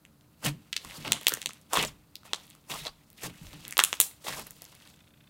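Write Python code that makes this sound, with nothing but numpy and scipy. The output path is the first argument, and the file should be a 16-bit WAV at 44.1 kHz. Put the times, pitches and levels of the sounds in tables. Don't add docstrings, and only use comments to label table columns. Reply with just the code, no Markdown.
import sys
import numpy as np
from scipy import signal
from scipy.fft import rfft, irfft, next_fast_len
from scipy.io import wavfile
from scipy.ndimage import uniform_filter1d, map_coordinates

SR = 44100
rng = np.random.default_rng(int(sys.argv[2]) if len(sys.argv) > 2 else 0)


def level_to_linear(level):
    exponent = np.asarray(level, float) / 20
    return 10 ** exponent


def digitize_waveform(pressure):
    field = np.atleast_2d(pressure).T
    bounded = np.clip(field, -1, 1)
    quanta = np.round(bounded * 32767).astype(np.int16)
    wavfile.write(sys.argv[1], SR, quanta)


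N = 233597

TOP_HZ, QUIET_TOP_HZ = 16700, 15900

# pitch_hz, density_db [dB per Hz]
HISS_SPECTRUM = [(15, -27), (25, -15.5), (80, 2), (226, -12), (634, -13), (746, -16), (1390, -16.5),
                 (1730, -24), (3600, -28.5), (4020, -22), (5570, -29), (15200, -24.5), (16500, -36)]
HISS_DB = -65.5
# pitch_hz, level_db
GRIT_SPECTRUM = [(100, -44), (1000, -43), (2500, -34), (6000, -30), (15000, -27)]

# pitch_hz, width_hz, level_db
LENS_BARREL = [(1580, 450, -2), (2600, 490, 0.5), (3550, 240, 4.5)]
FRAME_S, LENS_LAST_S, LENS_STEPS = 1 / 29.97, 5.2715, 14

# delay_s, level_db
ECHOES = [
    (0.0104, -13.5),
    (0.012, -22.5),
    (.0145, -26),
]
# pitch_hz, t60_s
ROOM_DECAY = [(500, 0.36), (6000, 0.26), (14000, 0.23)]

# pitch_hz, width_hz, level_db
TABLE_MODES = [(130.4, 67.7, -4.5), (162, 53, -0.5), (228.3, 14, -4.5), (294.4, 15, -5.5)]
# start_s, level_db, pitch_hz, decay_cycles [to 1/e]
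KNOCKS = [
    (.468, -21.5, 143.3, 3.7),
    (2.814, -41, 151, 3.2),
    (3.413, -29.5, 161, 1.3),
    (4.003, -31, 130, 0.51),
]
# peak_s, boom_db, length_s, rumble_db [re boom]
PUSHES = [(0.451, -36, 0.061, -16), (0.853, -49, 0.017, -6), (0.99, -39.5, 0.0066, -14.5),
          (1.072, -38.5, 0.053, -22), (1.328, -47.5, 0.0093, -19.5), (1.467, -55, 0.057, -25),
          (1.769, -37.5, 0.077, -11.5), (2.296, -66, 0.041, 0), (2.713, -47, 0.025, -7),
          (2.82, -59.5, 0.071, 1), (3.245, -42, 0.047, -14), (3.435, -53.5, 0.03, 6.5),
          (3.537, -49.5, 0.064, -14), (3.66, -53, 0.034, -14), (3.792, -64, 0.094, -1),
          (4.284, -49.5, 0.15, -7), (4.654, -81, 0.045, -6), (4.888, -65, 0.087, -16)]
PUSH_RISE, PUSH_SAG_DB = 1500, 4.5
BOOM_FALL, RUMBLE_FALL = 190, 110
BOOM_REST_DB, RUMBLE_REST_DB = -64, -81.5

# start_s, end_s, start_hz, end_hz, level_db
GURGLES = [(2.694, 2.712, 656, 757, -41.5), (2.716, 2.74, 640, 817, -38.5),
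           (2.738, 2.768, 1250, 900, -40.5), (2.745, 2.77, 600, 670, -44.5),
           (2.705, 2.73, 4000, 3300, -37.5), (2.712, 2.73, 3700, 2350, -51),
           (2.785, 2.835, 3800, 3800, -45.5), (2.85, 2.866, 850, 820, -48), (4.243, 4.265, 370, 260, -42.5),
           (4.266, 4.279, 4000, 2800, -42), (4.279, 4.292, 4400, 2800, -41.5),
           (4.288, 4.31, 632, 900, -44.5), (4.305, 4.32, 1700, 1600, -44), (4.335, 4.36, 1100, 1700, -43),
           (4.362, 4.386, 1000, 1000, -45), (4.39, 4.41, 980, 540, -48), (4.414, 4.432, 820, 770, -53),
           (4.33, 4.445, 270, 330, -51.5), (1.3, 1.318, 1800, 1400, -38), (1.325, 1.36, 1500, 1600, -40.5),
           (3.8012, 3.8055, 1350, 1100, -20.5), (3.811, 3.82, 1500, 1400, -29),
           (3.824, 3.831, 1400, 1600, -33), (1.757, 1.778, 3300, 3600, -31),
           (1.788, 1.817, 3000, 2900, -31), (1.762, 1.785, 2000, 1500, -31), (1.838, 1.858, 650, 600, -35),
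           (1.71, 1.732, 1300, 1200, -45), (3.7935, 3.799, 3800, 3400, -31), (3.225, 3.28, 500, 450, -45),
           (.912, .925, 2300, 1900, -46.5), (.85, .862, 1900, 1400, -47.5), (1.04, 1.075, 510, 700, -49),
           (.44, .5, 450, 580, -40.5)]
# start_s, end_s, start_hz, end_hz, level_db
WHISTLES = [(1.863, 1.883, 8700, 5900, -39), (1.877, 1.89, 5700, 4980, -47),
            (2.272, 2.288, 2510, 2500, -58), (2.288, 2.3, 2550, 2480, -54), (2.304, 2.322, 2500, 2450, -60),
            (2.324, 2.33, 2720, 2600, -54), (2.3336, 2.3348, 3400, 3070, -14.5),
            (.945, 0.973, 4760, 4470, -50), (2.8684, 2.873, 4000, 3910, -27),
            (2.867, 2.873, 3350, 3450, -34), (2.856, 2.872, 3760, 3950, -40),
            (2.875, 2.885, 4000, 4640, -38.5), (2.888, 2.9, 4500, 4700, -47),
            (3.181, 3.207, 2900, 2960, -60)]

# peak_s, crackle_db, length_s, squelch_db [re crackle], fizz_db [re crackle]
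PEELS = [(0.449, -31.5, .015, -4.5, 1), (0.442, -50, .006, 10, -7), (0.463, -27.5, 0.015, -7, -6.5),
         (0.481, -43, 0.013, 3.5, -1), (1.05, -42, 0.03, 1, -6.5), (1.072, -41.5, 0.1, 0, -12.5),
         (1.212, -48, 0.015, -2.5, -10.5), (1.7342, -34, 0.014, 2.5, 0.5), (1.757, -28, 0.083, -3.5, -9.5),
         (1.854, -46, .04, -16, -4), (2.254, -53, 0.015, -3, -0.5), (2.265, -59, 0.06, 3, -8.5),
         (2.699, -42.5, 0.077, -4, 1), (2.774, -47, 0.08, -9, -1), (2.862, -41, 0.015, 1, -7),
         (3.182, -54.5, 0.045, -13, -1.5), (3.222, -44.5, 0.0066, -4.5, 0.5), (3.235, -39.5, .016, -1, 0),
         (3.252, -36.5, .007, -5, 0), (3.263, -40, 0.0089, -0.5, -3), (3.299, -49.5, .006, -4.5, -6),
         (3.806, -53.5, 0.16, -9, 6), (4.028, -53.5, 0.039, -1.5, 13.5), (4.22, -60, .025, 1, 3.5),
         (4.244, -47.5, 0.026, -6.5, 1.5), (4.269, -38.5, 0.042, -4.5, -2), (4.323, -44, 0.094, -3.5, -1),
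         (4.438, -59.5, 0.02, -8, 4.5), (4.466, -51, 0.0073, -2.5, 0)]
PEEL_RISE, PEEL_SAG_DB, PEEL_FALL = 2300, 5.5, 740
CREEP_DB, CREEP_RISE = -7.5, 760
# time_s, effort_db
KNEADING = [(0, -82.5), (.72, -69), (.83, -54.5), (.95, -48.5), (1.19, -58), (1.31, -53.5), (1.5, -62),
            (1.66, -74), (2.2, -76), (2.4, -60), (2.6, -73), (3.1, -72.5), (3.47, -56), (4.0, -60),
            (4.2, -69), (4.47, -61.5), (4.91, -62.5), (5.03, -75.5)]
KNEAD_SQUELCH_DB, KNEAD_FIZZ_DB = -6, -2
# pitch_hz, density_db [dB per Hz]
FIZZ_SPECTRUM = [(2650, -22.5), (4500, -1.5), (7880, 0), (9480, -2), (13900, -5), (16000, -9), (16200, -17),
                 (16500, -45)]

# start_s, blast_db, centre_hz, blast_s, hiss_db [re blast], hiss_s
JETS = [
    (4.0015, 0.5, 10400, 0.00072, -28.5, 0.032),
    (3.8384, -19.5, 5100, 0.00083, -18.5, 0.012),
]

# pitch_hz, width_hz
PORT = (3720, 1580)
# start_s, snap_db, ring_hz, spit_db [re snap]
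SNAPS = [(0.0514, -39.5, 2750, 2), (.729, -17.5, 3540, -4.5), (0.732, -22, 2920, -8.5),
         (.765, -16.5, 3400, -4), (0.7673, -17, 4330, -13.5), (.91, -33, 2350, -6.5),
         (1.0787, -22, 3000, -8), (1.121, -4.5, 3700, 3.5), (1.2688, -3, 3293, 0.5),
         (1.4173, -24.5, 3670, 3), (1.428, -30.5, 2700, 3), (1.4598, -13.5, 3800, 2.5),
         (1.5077, -32.5, 2460, -1.5), (1.7614, -25, 3300, -4), (1.813, -31, 3080, -7),
         (1.8276, -17, 3350, 6), (2.3337, -14, 3527, -3.5), (2.3372, -27, 3620, 1),
         (2.3479, -29.5, 4400, 2.5), (2.3609, -35, 4600, 1.5), (2.717, -27, 3730, -5),
         (2.8525, -27, 3900, -9), (2.8596, -31, 3840, -3), (2.8682, -27, 4200, -7),
         (2.8806, -32.5, 3800, -2), (3.6513, -30, 3514, -2.5), (3.7249, -25.5, 2220, 4.5),
         (3.77, -16, 3250, -9.5), (3.792, -5, 3330, -10), (3.7998, -9, 3440, -1.5),
         (3.802, -15.5, 3830, 1.5), (3.8102, -20, 3700, 0.5), (3.838, -7.5, 3450, 12),
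         (3.9291, -12.5, 3100, -0.5), (4.0288, -31, 3600, 11.5), (4.2835, -27, 3300, -8),
         (4.2855, -31, 4480, -6), (1.2328, -36, 2700, -8), (1.2125, -38, 3300, -5), (.4422, -30, 3000, 0)]
# start_s, cavity_db, cavity_hz, spit_db [re cavity]
GULPS = [(0.8485, -34.5, 1080, 7), (1.249, -40, 1840, -6), (1.321, -18, 1570, -6.5),
         (1.3716, -28, 1860, -3), (1.3722, -36, 500, -20), (1.321, -30, 500, -20), (1.335, -33, 1650, -20),
         (1.3927, -55, 1334, 5), (1.494, -33, 1264, -9.5), (1.7335, -18.5, 920, -1),
         (1.7401, -16.5, 1120, -2), (1.7542, -16.5, 940, -6), (1.772, -12, 1090, 2),
         (2.233, -44, 1374, -21), (2.4544, -53.5, 1916, 11), (2.551, -46.5, 1280, 6.5),
         (2.8523, -37, 898, -2), (3.8014, -24, 1410, -1), (3.8072, -17.5, 1400, -10),
         (4.065, -44, 800, -10), (4.112, -42, 2130, -10), (1.839, -31, 790, -5), (2.739, -29, 1140, -9),
         (2.88, -36.5, 1190, -2), (4.283, -26.5, 1010, -2.5), (4.326, -26, 1740, -11.5),
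         (4.3963, -34.5, 1010, 11.5), (4.4692, -40.5, 1850, 16), (4.5079, -44, 1830, 19),
         (4.5666, -57, 520, 24), (4.6203, -41.5, 640, 15.5), (4.726, -47.5, 960, 0), (4.736, -56, 1020, -6)]
# start_s, spit_db, spit_hz
FILMS = [(1.2125, -28.5, 10630), (1.2323, -30.5, 12500), (1.283, 2, 15260), (1.288, -22, 8970),
         (1.7335, -11, 8500), (3.8482, -13, 10970), (1.3387, -10.5, 7500), (4.362, -33, 11000),
         (.889, -36, 10050), (1.3383, -10.5, 13950), (1.5336, -31, 8500), (1.6144, -43, 8820),
         (1.8499, -14.5, 6960), (2.1558, -25, 4250), (2.155, -27, 13000), (2.468, -39, 11800),
         (2.496, -39, 13800), (2.502, -33.5, 9550), (3.1022, -36, 12960), (3.13, -36.5, 13000),
         (3.6803, -20.5, 13320), (3.709, -22, 10520), (3.7791, -1, 11620), (3.7893, -17, 8500),
         (1.0784, -30, 9000), (3.7917, -9, 11490), (4.0015, 1, 11690), (4.0118, -2, 9500),
         (4.016, -6, 9570), (4.032, -22, 9320), (4.038, -19.5, 6970), (4.6423, -29.5, 11200),
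         (4.652, -32, 6000), (4.687, -41, 11020), (4.751, -34, 9180), (4.962, -47, 6520),
         (5.005, -51, 7000), (1.4912, -27, 6000), (0.8486, -34.5, 4980), (0.9098, -38.5, 7030),
         (4.902, -42, 8000), (4.875, -37, 8500)]
# start_s, snap_db
TICKS = [(0.2104, -51), (0.487, -31), (0.817, -40), (0.8873, -53), (0.9424, -47), (1.119, -34),
         (1.2599, -40), (1.4244, -38), (1.572, -50), (2.4, -44), (2.4788, -48), (2.492, -54), (2.5088, -42),
         (2.5194, -53), (2.6405, -56), (2.7601, -34.5), (3.18, -46.5), (2.293, -51), (3.4687, -37.5),
         (3.5077, -47), (3.531, -37.5), (3.628, -50), (3.97, -38), (4.246, -38), (4.347, -39),
         (4.4164, -43), (4.679, -50.5), (4.7066, -58.5), (4.7678, -56.5), (4.802, -48), (4.822, -50),
         (4.853, -49), (4.8747, -46), (4.884, -52), (4.909, -54), (5.044, -53), (1.0252, -42), (4.992, -56),
         (5.083, -55.5), (4.767, -52)]
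# start_s, level_db, pitch_hz
THUDS = [(1.121, -15.5, 1195), (1.2687, -10, 1220), (1.4596, -20.5, 1070), (2.3337, -12, 1050),
         (3.77, -15, 1300), (3.779, -14.5, 1116), (3.792, -8, 1149), (3.7983, -15, 1212),
         (3.8389, -17.5, 1200), (3.9291, -11, 1200), (4.0014, -15, 1200), (4.0279, -30, 1200),
         (1.7333, -20, 1500), (4.25, -35, 400)]
# start_s, level_db, pitch_hz, decay_cycles [to 1/e]
CAVE_IN = (3.7919, 2.2, 1316, .6)
SMALL_CAVITY_DB, GULP_SNAP_DB, FILM_SNAP_DB, FILM_CAVITY_DB, TICK_SPIT_DB = -16, -6, -14.5, -6.5, -1
POCKET_HZ = 3540
SPIT_HZ, GULP_SPIT_HZ, SPIT_OCTAVE_DB = 6000, 7500, 20.5


def unit(x):
    return x / np.sqrt(np.mean(x ** 2) + 1e-20)


def along(points, hz):
    f, v = np.transpose(points)
    return np.interp(np.log(hz + 1), np.log(f + 1), v)


def wobble(rate):
    knots = rng.standard_normal(int(N * rate / SR) + 4)
    return map_coordinates(knots, [np.arange(N) * rate / SR])


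def filtered(x, response):
    m = next_fast_len(N + SR // 2)
    return irfft(rfft(x, m) * response(np.fft.rfftfreq(m, 1 / SR)), m)[:N]


def modes(rows):
    def response(f):
        total = 0
        for k, (centre, width, db) in enumerate(rows):
            total = total + (-1) ** k * level_to_linear(db) * 1j * f * width / (centre ** 2 - f ** 2 + 1j * f * width)
        return total
    return response


def small_source(hz, corner_hz=330):
    u = 1j * hz / corner_hz
    return u ** 3 / ((1 + u) * (1 + u + u * u))


def rings(s, gain, hz, cycles, size, swell=0.025):
    start = (s * SR).astype(int)
    t = (np.arange(size) - (s * SR - start)[:, None]).clip(0) / SR
    turns = hz[:, None] * t
    shape = (1 - np.exp(-turns / swell)) * np.exp(-turns / np.reshape(cycles, (-1, 1)))
    wave = gain[:, None] * np.sin(2 * np.pi * turns) * shape
    at = start[:, None] + np.arange(size)
    return np.bincount(at.ravel(), wave.ravel(), N + size)[:N]


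def strokes(s, db, length, rise, sag_db, fall):
    t = np.arange(0, N / SR, 1 / 1000)
    age, last = t - s[:, None], length[:, None] + 1e-4
    early = (-age).clip(0)
    loss_db = np.minimum(rise * early, CREEP_RISE * early - CREEP_DB)
    loss_db += sag_db * (age / last).clip(0, 1) + fall * (age - last).clip(0)
    gain = np.sqrt(np.sum(level_to_linear(db[:, None] - loss_db) ** 2, axis=0))
    return np.interp(np.arange(N) / SR, t, gain)


def room_tone():
    noise = rng.standard_normal(N)
    return level_to_linear(HISS_DB) * unit(filtered(noise, lambda hz: level_to_linear(along(HISS_SPECTRUM, hz)) * (hz < QUIET_TOP_HZ)))


def lens():
    kicks = np.zeros(N)
    for k in range(LENS_STEPS):
        at = LENS_LAST_S - k * FRAME_S + 0.002 * np.arange(4) + rng.normal(0, 0.0001, size=4)
        step_db = -26.5 - 0.05 * k - 4.8 * (k % 2)
        pulse_db = np.array([-5.5, -3.0, -4.5, -4]) + rng.normal(0, 1.3, size=4)
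        kicks[(at * SR).astype(int)] = level_to_linear(step_db + pulse_db)
    return filtered(kicks, modes(LENS_BARREL))


def room(x, tail_db):
    answer = np.zeros(SR // 2)
    for s, db in ECHOES:
        rough = rng.standard_normal(24) * np.exp(-np.arange(24) / 0.8)
        answer[round(s * SR):][:24] += level_to_linear(db) * rough / np.linalg.norm(rough)
    scatter = rng.standard_normal(200) * np.exp(-np.arange(200) / SR / 0.0018)
    answer[45:245] += level_to_linear(-12.5) * scatter / np.linalg.norm(scatter)
    wet = signal.fftconvolve(x, answer)[:N]
    for part in range(4):
        hz, t, z = signal.stft(rng.standard_normal(SR // 2), SR, nperseg=256)
        decay = level_to_linear(-60 * t / along(ROOM_DECAY, hz)[:, None])
        tail = signal.istft(z * decay, SR, nperseg=256)[1]
        tail *= 1 - np.exp(-np.arange(len(tail)) / SR / 0.0017)
        share = (np.arange(N) // 1500) % 4 == part
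        wet += level_to_linear(tail_db) * signal.fftconvolve(x * share, tail / np.linalg.norm(tail))[:N]
    return wet


def table():
    s, db, length, rumble_db = np.transpose(PUSHES)
    load = strokes(s, db, length, PUSH_RISE, PUSH_SAG_DB, BOOM_FALL)
    shake = strokes(s, db + rumble_db, length, PUSH_RISE, PUSH_SAG_DB, RUMBLE_FALL)
    boom = filtered(rng.standard_normal(N), modes(TABLE_MODES))
    boom = unit(boom / np.abs(uniform_filter1d(boom ** 2, size=1600)) ** 0.21)
    rumble = unit(filtered(rng.standard_normal(N), lambda hz: (hz > 18) * (hz / 40) / (1 + (hz / 55) ** 4)))
    s, db, hz, cycles = np.transpose(KNOCKS)
    knocks = rings(s, level_to_linear(db), hz, cycles, size=8000, swell=0.79)
    return knocks + np.hypot(load, level_to_linear(BOOM_REST_DB)) * boom + np.hypot(shake, level_to_linear(RUMBLE_REST_DB)) * rumble


def gurgles():
    out, stir = np.zeros(N), wobble(900) + 1j * wobble(900) + 0.6
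    for start, end, hz0, hz1, db in GURGLES:
        a, b = int(start * SR), int(end * SR)
        u = np.linspace(0, 1, b - a)
        turns = np.cumsum(hz0 + (hz1 - hz0) * u) / SR
        swell = np.sqrt(np.abs(np.sin(np.pi * u)))
        out[a:b] += level_to_linear(db - 4) * swell * np.real(stir[a:b] * np.exp(2j * np.pi * turns))
    return out


def whistles():
    out, waver = np.zeros(N), wobble(900)
    for start, end, hz0, hz1, db in WHISTLES:
        a, b = int(start * SR), int(end * SR)
        u = np.linspace(0, 1, b - a)
        turns = np.cumsum(hz0 + (hz1 - hz0) * u + 0.03 * hz0 * waver[a:b]) / SR
        out[a:b] += level_to_linear(db) * np.sin(np.pi * u) * np.sin(2 * np.pi * turns)
    return out


def grains(count, centre_hz, octaves, drift, cycles, scatter_db, size):
    u, g = rng.random((count, 2)), rng.standard_normal(count)
    at = u[:, 0] * (N - 1)
    shift = octaves * g + drift * wobble(30)[at.astype(int)]
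    hz = np.clip(centre_hz * 2 ** shift, 200, 16000)
    gain = level_to_linear(-scatter_db * np.log(1 - 0.97 * u[:, 1]))
    return unit(rings(at / SR, gain, hz, cycles, size, swell=0.07))


def peel():
    s, db, length, squelch_db, fizz_db = np.transpose(PEELS)
    knead_s, knead_db = np.transpose(KNEADING)
    effort_db = np.interp(np.arange(N) / SR, knead_s, knead_db)

    def level(part_db, knead_part_db):
        pulled = strokes(s, db + part_db, length, PEEL_RISE, PEEL_SAG_DB, PEEL_FALL)
        return np.hypot(pulled, level_to_linear(effort_db + knead_part_db))

    flutter = 1.8 * wobble(80)
    squelch = grains(count=6500, centre_hz=977, octaves=0.7, drift=0.25, cycles=5.0, scatter_db=1.5, size=300)
    squelch = unit(level_to_linear(flutter + 1.3 * wobble(60) + 1.7 * wobble(20)) * squelch)
    crackle = grains(count=11000, centre_hz=3250, octaves=0.37, drift=0.19, cycles=1.6, scatter_db=2.5, size=120)
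    crackle = unit(level_to_linear(flutter + 0.85 * wobble(60) + 1.3 * wobble(20)) * crackle)
    spray = (rng.random(N) < 0.25) * rng.standard_normal(N)
    fizz = filtered(spray, lambda hz: level_to_linear(along(FIZZ_SPECTRUM, hz)))
    fizz = unit(level_to_linear(flutter + 1.8 * wobble(150)) * fizz)
    wet = level(squelch_db, KNEAD_SQUELCH_DB) * squelch
    return wet + level(0, 0) * crackle + level(fizz_db, KNEAD_FIZZ_DB) * fizz


def jets():
    out, t = np.zeros(N), np.arange(N) / SR
    for s, db, hz, blast_s, hiss_db, hiss_s in JETS:
        age = (t - s).clip(0)
        air = unit(filtered(rng.standard_normal(N), modes([(hz, 0.45 * hz, 0)])))
        hiss = level_to_linear(hiss_db + 0.83 * wobble(200)) * np.exp(-age / hiss_s)
        out += level_to_linear(db) * (t > s) * (np.exp(-age / blast_s) + hiss) * air
    return out


def all_bursts():
    rows = []
    for s, db, hz, spit_db in SNAPS:
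        rows.append((s, db, SMALL_CAVITY_DB, hz, spit_db, SPIT_HZ * 2 ** (spit_db / SPIT_OCTAVE_DB)))
    for s, db, hz, spit_db in GULPS:
        spit_hz = GULP_SPIT_HZ * 2 ** (spit_db / SPIT_OCTAVE_DB)
        rows.append((s, db + GULP_SNAP_DB, -GULP_SNAP_DB, hz, spit_db - GULP_SNAP_DB, spit_hz))
    for s, db, spit_hz in FILMS:
        rows.append((s, db + FILM_SNAP_DB, FILM_CAVITY_DB, 1.2 * POCKET_HZ, -FILM_SNAP_DB, spit_hz))
    for s, db in TICKS:
        ring_hz = POCKET_HZ * 2 ** rng.normal(0, 0.04)
        rows.append((s, db, SMALL_CAVITY_DB, ring_hz, TICK_SPIT_DB, SPIT_HZ * 2 ** rng.normal(0, 1.0)))
    return rows


def pops():
    s, db, cavity_db, ring_hz, spit_db, spit_hz = np.transpose(all_bursts())
    g = rng.standard_normal((len(s), 2))
    port_hz, port_width = PORT
    large = ring_hz < 2200
    cavity_hz = np.where(large, ring_hz, 1550 * 2 ** (0.15 * g[:, 0]))
    snap_hz = np.where(large, port_hz, ring_hz)
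    edge_hz = 7500 * 2 ** (0.5 * g[:, 1]).clip(-0.8, 0.8)
    cavity = rings(s, level_to_linear(db + cavity_db + 1.5), cavity_hz, np.where(large, 1.4, 0.7), size=400, swell=0.032)
    snap = rings(s, level_to_linear(db + 9.5), snap_hz, port_hz / (np.pi * port_width), size=200, swell=0.077)
    spit = rings(s, level_to_linear(db + spit_db + 9.5), spit_hz, 0.62, size=100)
    edge = rings(s, level_to_linear(db + spit_db - 3.0), edge_hz, 1.0, size=40)
    s, db, hz = np.transpose(THUDS)
    thuds = rings(s, level_to_linear(db), hz, 0.41, size=400, swell=0.14)
    s, db, hz, cycles = np.reshape(CAVE_IN, (-1, 1))
    cave_in = rings(s, level_to_linear(db), hz, cycles, size=400, swell=0.19)
    snap = filtered(snap, lambda hz: small_source(hz, 1400))
    spit = filtered(spit - edge, lambda hz: small_source(hz, 2900))
    return cavity + thuds - cave_in + snap + spit


def scene():
    bursts = filtered(pops() + jets(), small_source)
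    wet = peel() + gurgles() + whistles()
    crackle = filtered(wet, lambda hz: small_source(hz) * (hz < QUIET_TOP_HZ))
    walls = room(bursts + 0.5 * crackle, tail_db=-14.5)
    walls = filtered(walls, lambda hz: hz < QUIET_TOP_HZ)
    mono = bursts + crackle + walls + table() + lens() + room_tone()
    return np.array([mono, mono])


def low_pass(x):
    return signal.sosfilt(signal.butter(12, 16790, fs=SR, output="sos"), x)


def record(dry):
    mono = np.clip(dry[0], -1, 1)
    mono = filtered(mono, lambda hz: ((TOP_HZ - hz) / 600).clip(0, 1))
    grit = mono * wobble(3000) * level_to_linear(4.5 * wobble(15))
    grit = filtered(grit, lambda hz: level_to_linear(along(GRIT_SPECTRUM, hz)))
    return low_pass(np.array([mono + grit, mono - grit]))


dry = scene()
out = record(dry)
digitize_waveform(out)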